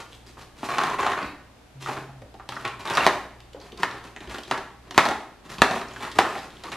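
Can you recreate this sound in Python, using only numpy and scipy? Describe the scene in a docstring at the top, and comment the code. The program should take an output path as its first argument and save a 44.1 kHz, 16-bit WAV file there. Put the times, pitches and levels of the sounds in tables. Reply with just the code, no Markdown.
"""Dry, gritty scraping and sharp snaps: two wooden sticks work at plaster casts in thin plastic trays.
Each stroke is a run of tiny slips that sometimes squeaks; now and then a stick snaps off a ridge and
knocks the tray, the hardest knocks overloading the close microphone. The casts rock with hollow bumps,
the table thumps and the trays crinkle. A small live room answers, over a faint mains drone and a low
hum that comes and goes."""
import sys
import numpy as np
from scipy import signal
from scipy.fft import rfft, irfft, next_fast_len
from scipy.io import wavfile
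from scipy.ndimage import map_coordinates

SR = 44100
rng = np.random.default_rng(int(sys.argv[2]) if len(sys.argv) > 2 else 0)


def output_pcm(signal):
    """Save a mono or channel-first signal as 16-bit PCM at the path in sys.argv[1].

    Samples are clipped to [-1, 1] before scaling.
    """
    pcm = np.clip(np.atleast_2d(signal).T, -1, 1) * 32767
    wavfile.write(sys.argv[1], SR, np.round(pcm).astype(np.int16))


N = 298113

# Stereo width of the room's answer. Each row: frequency in Hz, side level against mid in dB.
ROOM_WIDTH = [(60, -30), (110, -46), (200, -55), (380, -18), (700, -33), (1290, -19.5), (2380, -12.5),
              (4400, -6.5), (8120, -1), (15000, 5)]
SWELL_SHARE = 0.23  # an ordinary stroke swells over this share of its length
CREST_DB = 22.5  # a knock's peak stands about this far over its rms


def scraping(usual_pressure_db=-43.5):
    """Stroke after stroke: a light touch hisses and bumps, a firm one bites sooner and has more body."""
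    # Each row: start in seconds, length in seconds, pressure in dB, extra grit of that patch in dB.
    strokes = [(0.0, 0.0098, -36.5, 5), (0.096, 0.054, -61.5, 5.5), (0.257, 0.037, -59, 4.5),
               (0.37, 0.054, -50.5, 0), (0.555, 0.091, -52, 1.5), (0.638, 0.023, -39, 6.5),
               (0.682, 0.082, -31, 2.5), (0.79, 0.14, -31, 0), (0.979, 0.14, -30, 2),
               (1.165, 0.069, -32.5, -2.5), (1.797, 0.13, -47.5, 6.5), (1.861, 0.058, -35, -6),
               (1.962, 0.031, -41.5, -3), (2.075, 0.023, -64, -24), (2.49, 0.14, -48.5, -1),
               (2.643, 0.031, -32, -11), (2.791, 0.031, -43, 1.5), (2.849, 0.036, -33.5, 5),
               (2.888, 0.17, -30.5, 4), (2.973, 0.019, -23.5, -1), (3.587, 0.091, -53, -3),
               (3.77, 0.043, -45, -2), (3.868, 0.11, -46, -8), (4.03, 0.038, -48, -1.5),
               (4.205, 0.042, -47.5, -6), (4.29, 0.066, -41, 2), (4.511, 0.026, -30.5, -9),
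               (4.834, 0.054, -56.5, -9), (5.429, 0.13, -51, -3), (5.491, 0.041, -43, 4),
               (5.708, 0.076, -36.5, 3), (5.868, 0.14, -47.5, 1), (5.997, 0.072, -36.5, 2.5),
               (6.088, 0.051, -65, -9), (6.232, 0.16, -41.5, 2.5), (6.404, 0.052, -51, -0.5),
               (6.48, 0.25, -56.5, -0.5), (6.627, 0.053, -43.5, -2.5), (6.715, 0.024, -37, 2)]
    out = np.zeros((2, N))
    for start, length, pressure_db, extra_grit_db in strokes:
        harder_db = pressure_db - usual_pressure_db
        thud_db = -6 - 0.58 * harder_db
        grit_db = -8 - 0.63 * harder_db + extra_grit_db
        swell = np.clip(SWELL_SHARE - 0.0086 * harder_db, 0.05, 0.9)
        stroke = amp(pressure_db) * scrape(length, thud_db, grit_db, swell)
        add(out, start, in_room(stroke, wet_db=-1.5, lead_s=-14e-6))
    return out


def scrape(length, thud_db, grit_db, swell, release_s=0.035, powder_db=-4, judder_db=2, crumb_db=6):
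    """The stick catches and slips on grains of plaster; crushed powder hisses and crumbs crack off."""
    # Tone of scraped plaster. Each row: frequency in Hz, level in dB.
    plaster_spectrum = [(53, -76), (90, -1.5), (335, -3), (381, -3), (493, -11), (1090, -3), (1270, -6.5),
                        (1870, -11), (2130, -14), (2700, -14), (2880, -16.5), (6680, -21), (12500, -30),
                        (15500, -60)]
    t = np.arange(0, length + release_s, 1 / SR)
    slips = unit(rattle(t, per_s=620))
    powder = amp(powder_db) * rng.standard_normal(len(t))
    force = (slips + powder) * amp(judder_db * wobble(56.7, len(t)))
    thud, body, grit = registers(tray(coloured(force, plaster_spectrum), ring_db=-10.5))
    grit = unit(grit + amp(crumb_db) * crumbs(t))
    easing = amp(2.5 * (0.5 - t / length))  # the hand eases off along the stroke
    touch = gate(t, length, swell * length, release_s) * easing
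    return touch * (amp(thud_db) * thud + body + amp(grit_db) * grit)


def crumbs(t, per_s=55, pitch_hz=3600, pitch_spread=0.324, ring_t60=0.0061, scatter_db=10.5):
    """Crumbs of plaster crack off at random, each with a tiny ring of its own pitch."""
    out = np.zeros(len(t))
    for start in t[rng.random(len(t)) < per_s / SR]:
        pitch, size = np.clip(rng.standard_normal(2), -2, 2)
        hz = pitch_hz * np.exp(pitch_spread * pitch)
        age = np.maximum(t - start, 0)
        out += amp(scatter_db * size) * decay(age, ring_t60) * np.sin(2 * np.pi * hz * age)
    return out


def squeaking(edge_s=0.0061, waver_share=0.042, flutter_db=6):
    """For a moment the slips lock to the ring of the stick and make a rough, unsteady tone."""
    # Squeaks on smooth patches. Each row: start in seconds, length in seconds, pitch in Hz, level in dB.
    squeaks = [(0.686, 0.035, 1108, -35), (0.782, 0.038, 1118, -28), (0.898, 0.046, 1076, -30),
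               (0.987, 0.092, 1060, -29), (2.993, 0.016, 2650, -29), (4.439, 0.04, 3900, -55),
               (6.654, 0.041, 1144, -43)]
    out = np.zeros((2, N))
    for start, length, hz, db in squeaks:
        t = np.arange(0, length + edge_s, 1 / SR)
        phase = 2 * np.pi * np.cumsum(hz * (1 + waver_share * wobble(260, len(t)))) / SR
        tone = unit(np.sin(phase) * amp(flutter_db * wobble(134, len(t))))
        add(out, start, in_room(amp(db) * tone * gate(t, length, edge_s, edge_s), wet_db=-8))
    return out


def breaking(bite_s=0.04, lead_s=18e-6):
    """The stick digs in and snaps off a ridge with one short crack and a grainy tail."""
    # Each row: time of the snap in seconds, rough peak in dB, pitch in Hz, thud and grit in dB against
    # the body, level of the bite before it in dB, level of the tail after it in dB.
    breaks = [(3.0655, 0, 1110, -9.5, -12, -42, -7), (3.8326, -6.5, 1040, -20, -12, -41, -13),
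              (4.512, -10.5, 990, -16, -10, -46.5, -12.5), (4.9785, 4, 1060, -11.5, -10, -41.5, -1),
              (5.619, 5, 910, -11, -11.5, -43, -5), (6.189, 1.5, 816, -11.5, -15.5, -43, -6)]
    out = np.zeros((2, N))
    for start, db, hz, thud_db, grit_db, bite_db, tail_db in breaks:
        bite = amp(bite_db) * scrape(bite_s, thud_db=0.5, grit_db=-5, swell=SWELL_SHARE)
        snap = amp(db) * knock(hz, thud_db, grit_db, stick_db=7, stick_q=3.7, ring_db=-10,
                               chatter_db=-11, chatter_t60=0.019, crunch_t60=0.027, crunch_hz=4200)
        add(out, start - bite_s, in_room(bite, wet_db=-5, lead_s=lead_s))
        add(out, start, in_room(snap, wet_db=-9, lead_s=lead_s))
        add(out, start, in_room(amp(tail_db) * snap_tail(), wet_db=-3, lead_s=lead_s))
    return out


def snap_tail(t60=0.094, rise_s=0.0041):
    """A short, dense, grainy tail after each snap, with its first reflections."""
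    # Tone of the tail. Each row: frequency in Hz, level in dB.
    tail_spectrum = [(40, -29), (130, -10), (270, -4), (390, -2), (500, -5), (780, -1), (1150, 1.5),
                     (1750, -2.5), (2350, -7.5), (3200, -16), (6000, -22.5), (12000, -37), (15500, -65)]
    t = np.arange(SR // 6) / SR
    grains = rattle(t, per_s=1400) * rise(t, rise_s) * decay(t, t60)
    return amp(-CREST_DB) * unit(tray(coloured(grains, tail_spectrum), ring_db=-9))


def ticking():
    """Short ticks and taps of a stick on the cast, one of them a close echo right after a snap."""
    # Each row: start in seconds, rough peak in dB, pitch in Hz, thud and grit in dB against the body.
    ticks = [(0.37, -33.5, 1060, -7, -29), (.631, -16.5, 940, -0.5, -18), (.688, -23, 1140, -5, -15),
             (.7835, -7, 1120, -14.5, -11), (.813, -16.5, 1150, -11, -15), (.836, -14, 1120, -10, -5.5),
             (0.868, -17, 1110, -14, -11), (1.03, -14.5, 1080, -20, -21), (1.065, -8, 1000, -15, -16.5),
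             (1.133, -17, 1500, -17, -16), (1.221, -29, 940, 2, -22), (1.861, -20, 1310, -30, -32),
             (1.89, -17, 804, -12, -20), (1.968, -24, 1380, -5, -13), (2.219, -31.5, 595, 8.5, -6),
             (2.342, -32.5, 794, 4, -6.5), (2.398, -28, 1190, -11, -27), (2.49, -21, 920, -6, 0),
             (2.522, -23.5, 1180, -27, -9), (2.566, -21, 1320, -32, -28), (2.651, -18, 2330, -16, 3),
             (2.677, -24.5, 1190, -30, -2), (2.854, -21.5, 1060, -17, -8), (2.9, -21.5, 1090, -8, 4),
             (2.972, -6, 1200, -11.5, -6), (3.073, -6, 710, -4, -10.5), (4.163, -28.5, 2100, -10, -7),
             (4.171, -31, 2080, -1, -10), (4.206, -30.5, 1950, 10, 9), (4.276, -28.5, 1900, 9, -3),
             (4.345, -21, 1400, -1.5, -6), (4.384, -25, 670, 4, 3.5), (4.577, -20, 900, -3, -6),
             (4.909, -24, 875, -2, 1.5), (5.054, -9, 900, -6, -8.5), (5.061, -13.5, 850, -9, -12),
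             (5.088, -15, 690, -6, -5), (5.111, -12.5, 805, -6, -14), (5.711, -12, 970, 0, -9.5),
             (5.743, -23, 1010, 8, -18), (5.762, -17, 680, 8, -15), (5.814, -21, 1170, -9, -13),
             (5.962, -26.5, 1490, -20, -9), (6.116, -28.5, 1150, -13, 16), (6.1864, -7.5, 1280, -9.5, -6.5),
             (6.251, -14.5, 1140, -13, -30), (6.354, -18.5, 720, -12, -20), (6.637, -29, 786, -2, 3),
             (6.728, -25, 2400, -13, -2)]
    out = np.zeros((2, N))
    for start, db, hz, thud_db, grit_db in ticks:
        tick = knock(hz, thud_db, grit_db, stick_db=11.5, stick_q=3.26, ring_db=-14.5,
                     chatter_db=-1.5, chatter_t60=0.092, crunch_t60=0.033, crunch_hz=1800)
        add(out, start, in_room(amp(db) * tick, wet_db=-4, lead_s=-15e-6))
    return out


def knock(hz, thud_db, grit_db, stick_db, stick_q, ring_db,
          chatter_db, chatter_t60, crunch_t60, crunch_hz):
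    """A push, a bright crunch of plaster and a duller chatter ring the stick briefly. Peak near 1."""
    # Tone of a knock. Each row: frequency in Hz, level in dB.
    knock_spectrum = [(35, -43), (70, -11.5), (180, -4.5), (250, 1), (385, -2.5), (480, -8.5), (780, 2),
                      (1050, -2), (1300, -1), (1560, -2), (1830, 0), (2100, -8.5), (3930, -11),
                      (10700, -27), (15500, -39.5)]
    t = np.arange(SR // 6) / SR
    push = unit(t == 0)
    crunch = rng.standard_normal(len(t)) * decay(t, crunch_t60)
    crunch = filtered(crunch, lambda f: 1j * f / (crunch_hz + 1j * f))  # high-pass
    chatter = rattle(t, per_s=800) * decay(t, chatter_t60)
    chatter = filtered(chatter, lambda f: 2400 / (2400 + 1j * f))  # low-pass
    force = push + amp(3) * unit(crunch) + amp(chatter_db) * unit(chatter)
    stick = filtered(force, lambda f: 1 + amp(stick_db) * resonance(f, hz, hz / stick_q))
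    thud, body, grit = registers(tray(coloured(stick, knock_spectrum), ring_db))
    return amp(-CREST_DB) * unit(amp(thud_db) * thud + body + amp(grit_db) * grit)


def tray(x, ring_db):
    """A contact is heard directly and through the modes of the cast and its tray."""
    # Each row: frequency in Hz, bandwidth in Hz, level in dB.
    tray_modes = [(390, 15, 9), (1060, 40, 1), (1886, 63, -2), (2560, 28, -14), (3880, 1300, 2.5)]
    return filtered(x, lambda f: 1 + amp(ring_db) * modes(f, tray_modes))


def lingering_ring(start_s=1.24, level_db=-40, rise_s=0.0089, t60=0.38):
    """A faint, thin ring dies away as the stick leaves the cast after the first long scrape."""
    # Each row: frequency in Hz, bandwidth in Hz, level in dB.
    ring_modes = [(2240, 71, -5), (2590, 110, 4), (3830, 81, 0), (4070, 100, -9)]
    out = np.zeros((2, N))
    t = np.arange(SR) / SR
    ring = unit(filtered(diffuse(SR, ROOM_WIDTH), lambda f: modes(f, ring_modes)))
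    add(out, start_s, amp(level_db) * ring * rise(t, rise_s) * decay(t, t60))
    return out


def bumping(t60=0.15, width_hz=380, hollow_db=-1):
    """The cast rocks on its tray; the soft contact has no crack and only wakes the low modes."""
    # Each row: start in seconds, peak in dB, pitch in Hz.
    bumps = [(1.225, -28, 230), (1.262, -48, 260), (2.086, -39, 780), (2.342, -44, 216.5),
             (3.545, -29.5, 515), (3.566, -42, 590), (3.727, -34.5, 360), (6.167, -30, 403)]
    # Modes of the hollow cast. Each row: frequency in Hz, bandwidth in Hz, level in dB.
    hollow = [(295, 19, 16), (412, 15, 2), (580, 9.6, -17)]
    out = np.zeros((2, N))
    for start, db, hz in bumps:
        bump = burst(t60, lambda f: resonance(f, hz, width_hz) ** 2
                     * (1 + amp(hollow_db) * modes(f, hollow)))
        add(out, start, in_room(amp(db) * bump, wet_db=-5))
    return out


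def thumping(rise_s=0.0092, t60=0.29):
    """A hand bears down and the table top swings for a few slow cycles, dead centre."""
    # Each row: start in seconds, peak in dB, pitch in Hz.
    thumps = [(1.255, -43, 65.3), (3.02, -44, 66.5), (4.272, -40, 57.5), (5.591, -41, 55),
              (6.171, -42, 100)]
    out = np.zeros((2, N))
    t = np.arange(SR // 2) / SR
    for start, db, hz in thumps:
        swing = np.sin(2 * np.pi * hz * t) * rise(t, rise_s) * decay(t, t60)
        add(out, start, amp(db) * swing[None] / np.abs(swing).max())
    return out


def crinkling(t60=0.022, width_hz=2200):
    """The thin plastic of a tray buckles with small dry pops that have no bass."""
    # Each row: start in seconds, peak in dB, pitch in Hz.
    crinkles = [(2.026, -43, 3460), (2.808, -36, 3800), (2.936, -29, 5500), (2.952, -22, 5000),
                (3.053, -21, 3480), (3.403, -37.5, 2900), (3.532, -39.5, 3300), (3.601, -41, 4250),
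                (3.618, -49, 4800), (3.720, -35, 3150), (3.774, -35.5, 3980), (3.911, -29.5, 3460),
                (3.982, -39, 3430), (4.041, -40, 3770), (4.163, -37.5, 7000), (4.274, -37.5, 3400),
                (4.296, -32.5, 2940), (4.384, -42, 3840), (4.434, -32, 3830), (5.583, -26, 3300),
                (5.814, -35, 3380), (5.884, -39, 5500), (6.504, -37.5, 3200), (6.637, -37, 4200),
                (6.719, -28, 3200)]
    out = np.zeros((2, N))
    for start, db, hz in crinkles:
        pop = burst(t60, lambda f: resonance(f, hz, width_hz) ** 2)
        add(out, start, in_room(amp(db) * pop, wet_db=-2))
    return out


def in_room(x, wet_db, lead_s=0, build_up_s=0.00065):
    """Direct sound, the left side ahead by lead_s, plus a room tail new for each contact."""
    # Decay of the small room. Each row: frequency in Hz, seconds to fall by 60 dB.
    reverb_times = [(100, 0.66), (700, 0.54), (1900, 0.55), (5000, 0.47), (12000, 0.54)]
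    hz, t, noise = signal.stft(diffuse(SR * 3 // 4, ROOM_WIDTH), SR, nperseg=256)
    fade = decay(t, along(reverb_times, hz)[:, None])
    tail = signal.istft(noise * fade * rise(t, build_up_s), SR, nperseg=256)[1]
    tail /= np.linalg.norm(tail.mean(axis=0))
    out = amp(wet_db) * signal.fftconvolve(x[None], tail, axes=1)
    out[:, :len(x)] += filtered(x, lambda f: np.exp(np.pi * 1j * f * lead_s * np.array([[1], [-1]])))
    return out


def low_hum(edge_s=0.015, fade_db_per_s=7, sag_s=0.057, sag_share=0.2):
    """A nearly pure low tone comes in twice, wavers, fades slowly and sags in pitch at its end."""
    # Each row: start in seconds, length in seconds, pitch in Hz, opening level in dB.
    hums = [(1.747, 0.495, 134.1, -44), (2.494, 0.32, 126.3, -52)]
    out = np.zeros(N)
    for start, length, hz, db in hums:
        t = np.arange(N) / SR - start
        sag = np.clip(1 + (t - length) / sag_s, 0, 1)
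        phase = 2 * np.pi * np.cumsum(hz * (1 - sag_share * sag)) / SR
        level = gate(t, length, edge_s, edge_s) * amp(db - fade_db_per_s * t + 0.87 * wobble(10.2, N))
        out += level * np.sqrt(2) * (np.sin(phase) + amp(-16) * np.sin(2 * phase))
    return out


def background(hiss_db=-53, mains_hz=59, mains_db=-58):
    """Steady background hiss of room and microphone, and a slightly unsteady mains drone."""
    # Tone of the hiss. Each row: frequency in Hz, level in dB.
    hiss_spectrum = [(12, -38), (20, -8), (64, -6.5), (126, -12.5), (175, -13), (306, -10.5), (342, -14.5),
                     (519, -14.5), (833, -16), (984, -20), (3440, -27.5), (11400, -40), (13500, -43),
                     (15500, -73)]
    # Stereo width of that hiss. Each row: frequency in Hz, side level against mid in dB.
    hiss_width = [(60, -36), (110, -11), (200, -7), (380, -3), (700, -7.5), (1290, -2.5), (2380, -3.5),
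                  (4400, -1), (8120, -2), (15000, 0)]
    hiss = unit(filtered(diffuse(N, hiss_width), lambda f: amp(along(hiss_spectrum, f))))
    phase = 2 * np.pi * mains_hz * np.arange(N) / SR + 0.5 * wobble(4.1, N)
    drone = np.sqrt(2) * (np.sin(phase) + amp(-2.5) * np.sin(2 * phase))
    return amp(hiss_db) * hiss + amp(mains_db + 2.3 * wobble(3.12, N)) * drone


def diffuse(size, width):
    """Stereo noise that follows a width curve: centred in the bass, wide in the treble."""
    mid, side = rng.standard_normal((2, size))
    side = filtered(side, lambda f: amp(along(width, f)))
    return np.array([mid + side, mid - side])


def rattle(t, per_s, scatter_db=3):
    """Separate clicks of uneven strength at random moments."""
    hits = rng.random(len(t)) < per_s / SR
    strength = amp(scatter_db * np.clip(rng.standard_normal(len(t)), -2, 2))
    return hits * strength * rng.choice([-1, 1], len(t))


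def burst(t60, response):
    """A short dying burst of noise through a response, at peak 1."""
    t = np.arange(SR // 5) / SR
    sound = filtered(rng.standard_normal(len(t)) * decay(t, t60), response)
    return sound / np.abs(sound).max()


def registers(x, thud_hz=470, grit_hz=2750):
    """Low thud, middle body and high grit of a contact, each at rms 1."""
    cuts = [(thud_hz, "low"), ([thud_hz, grit_hz], "band"), (grit_hz, "high")]
    return [unit(signal.sosfilt(signal.butter(4, hz, kind, fs=SR, output="sos"), x))
            for hz, kind in cuts]


def resonance(f, hz, width):
    """Response of one damped mode."""
    return 1j * f * width / (hz * hz - f * f + 1j * f * width)


def modes(f, table):
    """Summed response of a table of damped modes."""
    return sum(amp(db) * resonance(f, hz, width) for hz, width, db in table)


def coloured(x, spectrum, size=2048):
    """x through the minimum-phase filter that has this spectrum."""
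    gain_db = np.maximum(along(spectrum, np.fft.rfftfreq(size, 1 / SR)), -100)
    cepstrum = irfft(np.log(amp(gain_db)))
    cepstrum[1:size // 2] *= 2
    cepstrum[size // 2 + 1:] = 0
    return signal.fftconvolve(x, irfft(np.exp(rfft(cepstrum))))[:len(x)]


def filtered(x, response):
    """x through a frequency response."""
    size = x.shape[-1]
    padded = next_fast_len(size + SR // 10)
    return irfft(rfft(x, padded) * response(np.fft.rfftfreq(padded, 1 / SR)), padded)[..., :size]


def along(points, hz):
    """A curve through the points, read on a log frequency axis."""
    freqs, values = np.transpose(points)
    return np.interp(np.log(hz + 1), np.log(freqs + 1), values)


def wobble(rate, size):
    """A smooth random curve, rate knots a second."""
    knots = rng.standard_normal(int(size * rate / SR) + 4)
    return map_coordinates(knots, [np.arange(size) * rate / SR])


def gate(t, length, attack, release):
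    """Attack, hold until length, release."""
    return np.clip(np.minimum(t / attack, 1 + (length - t) / release), 0, 1)


def rise(t, rise_s):
    """A soft onset with time constant rise_s."""
    return 1 - np.exp(-t / rise_s)


def decay(t, t60):
    """A fall of 60 dB every t60 seconds."""
    return amp(-60 * t / t60)


def amp(db):
    """Decibels to gain."""
    return 10 ** (np.asarray(db) / 20)


def unit(x):
    """x at rms 1."""
    return x / np.sqrt(np.mean(x ** 2) + 1e-20)


def add(track, start_s, sound):
    """Mix a sound into the track at start_s."""
    start = max(round(start_s * SR), 0)
    part = track[:, start:start + sound.shape[1]]
    part += sound[:, :part.shape[1]]


def scene():
    """Sticks on plaster in front; casts, table and trays around them; hum and hiss beneath."""
    sticks = scraping() + squeaking() + breaking() + ticking() + lingering_ring()
    return sticks + bumping() + thumping() + crinkling() + low_hum() + background()


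def record(dry, ceiling=0.93, hardness=8, top_hz=15500):
    """The microphone flattens the hardest peaks; the treble is cut steeply above top_hz."""
    flattened = dry / (1 + np.abs(dry / ceiling) ** hardness) ** (1 / hardness)
    return filtered(flattened, lambda f: 1 / (1 + (f / top_hz) ** 80))


dry = scene()
out = record(dry)
output_pcm(out)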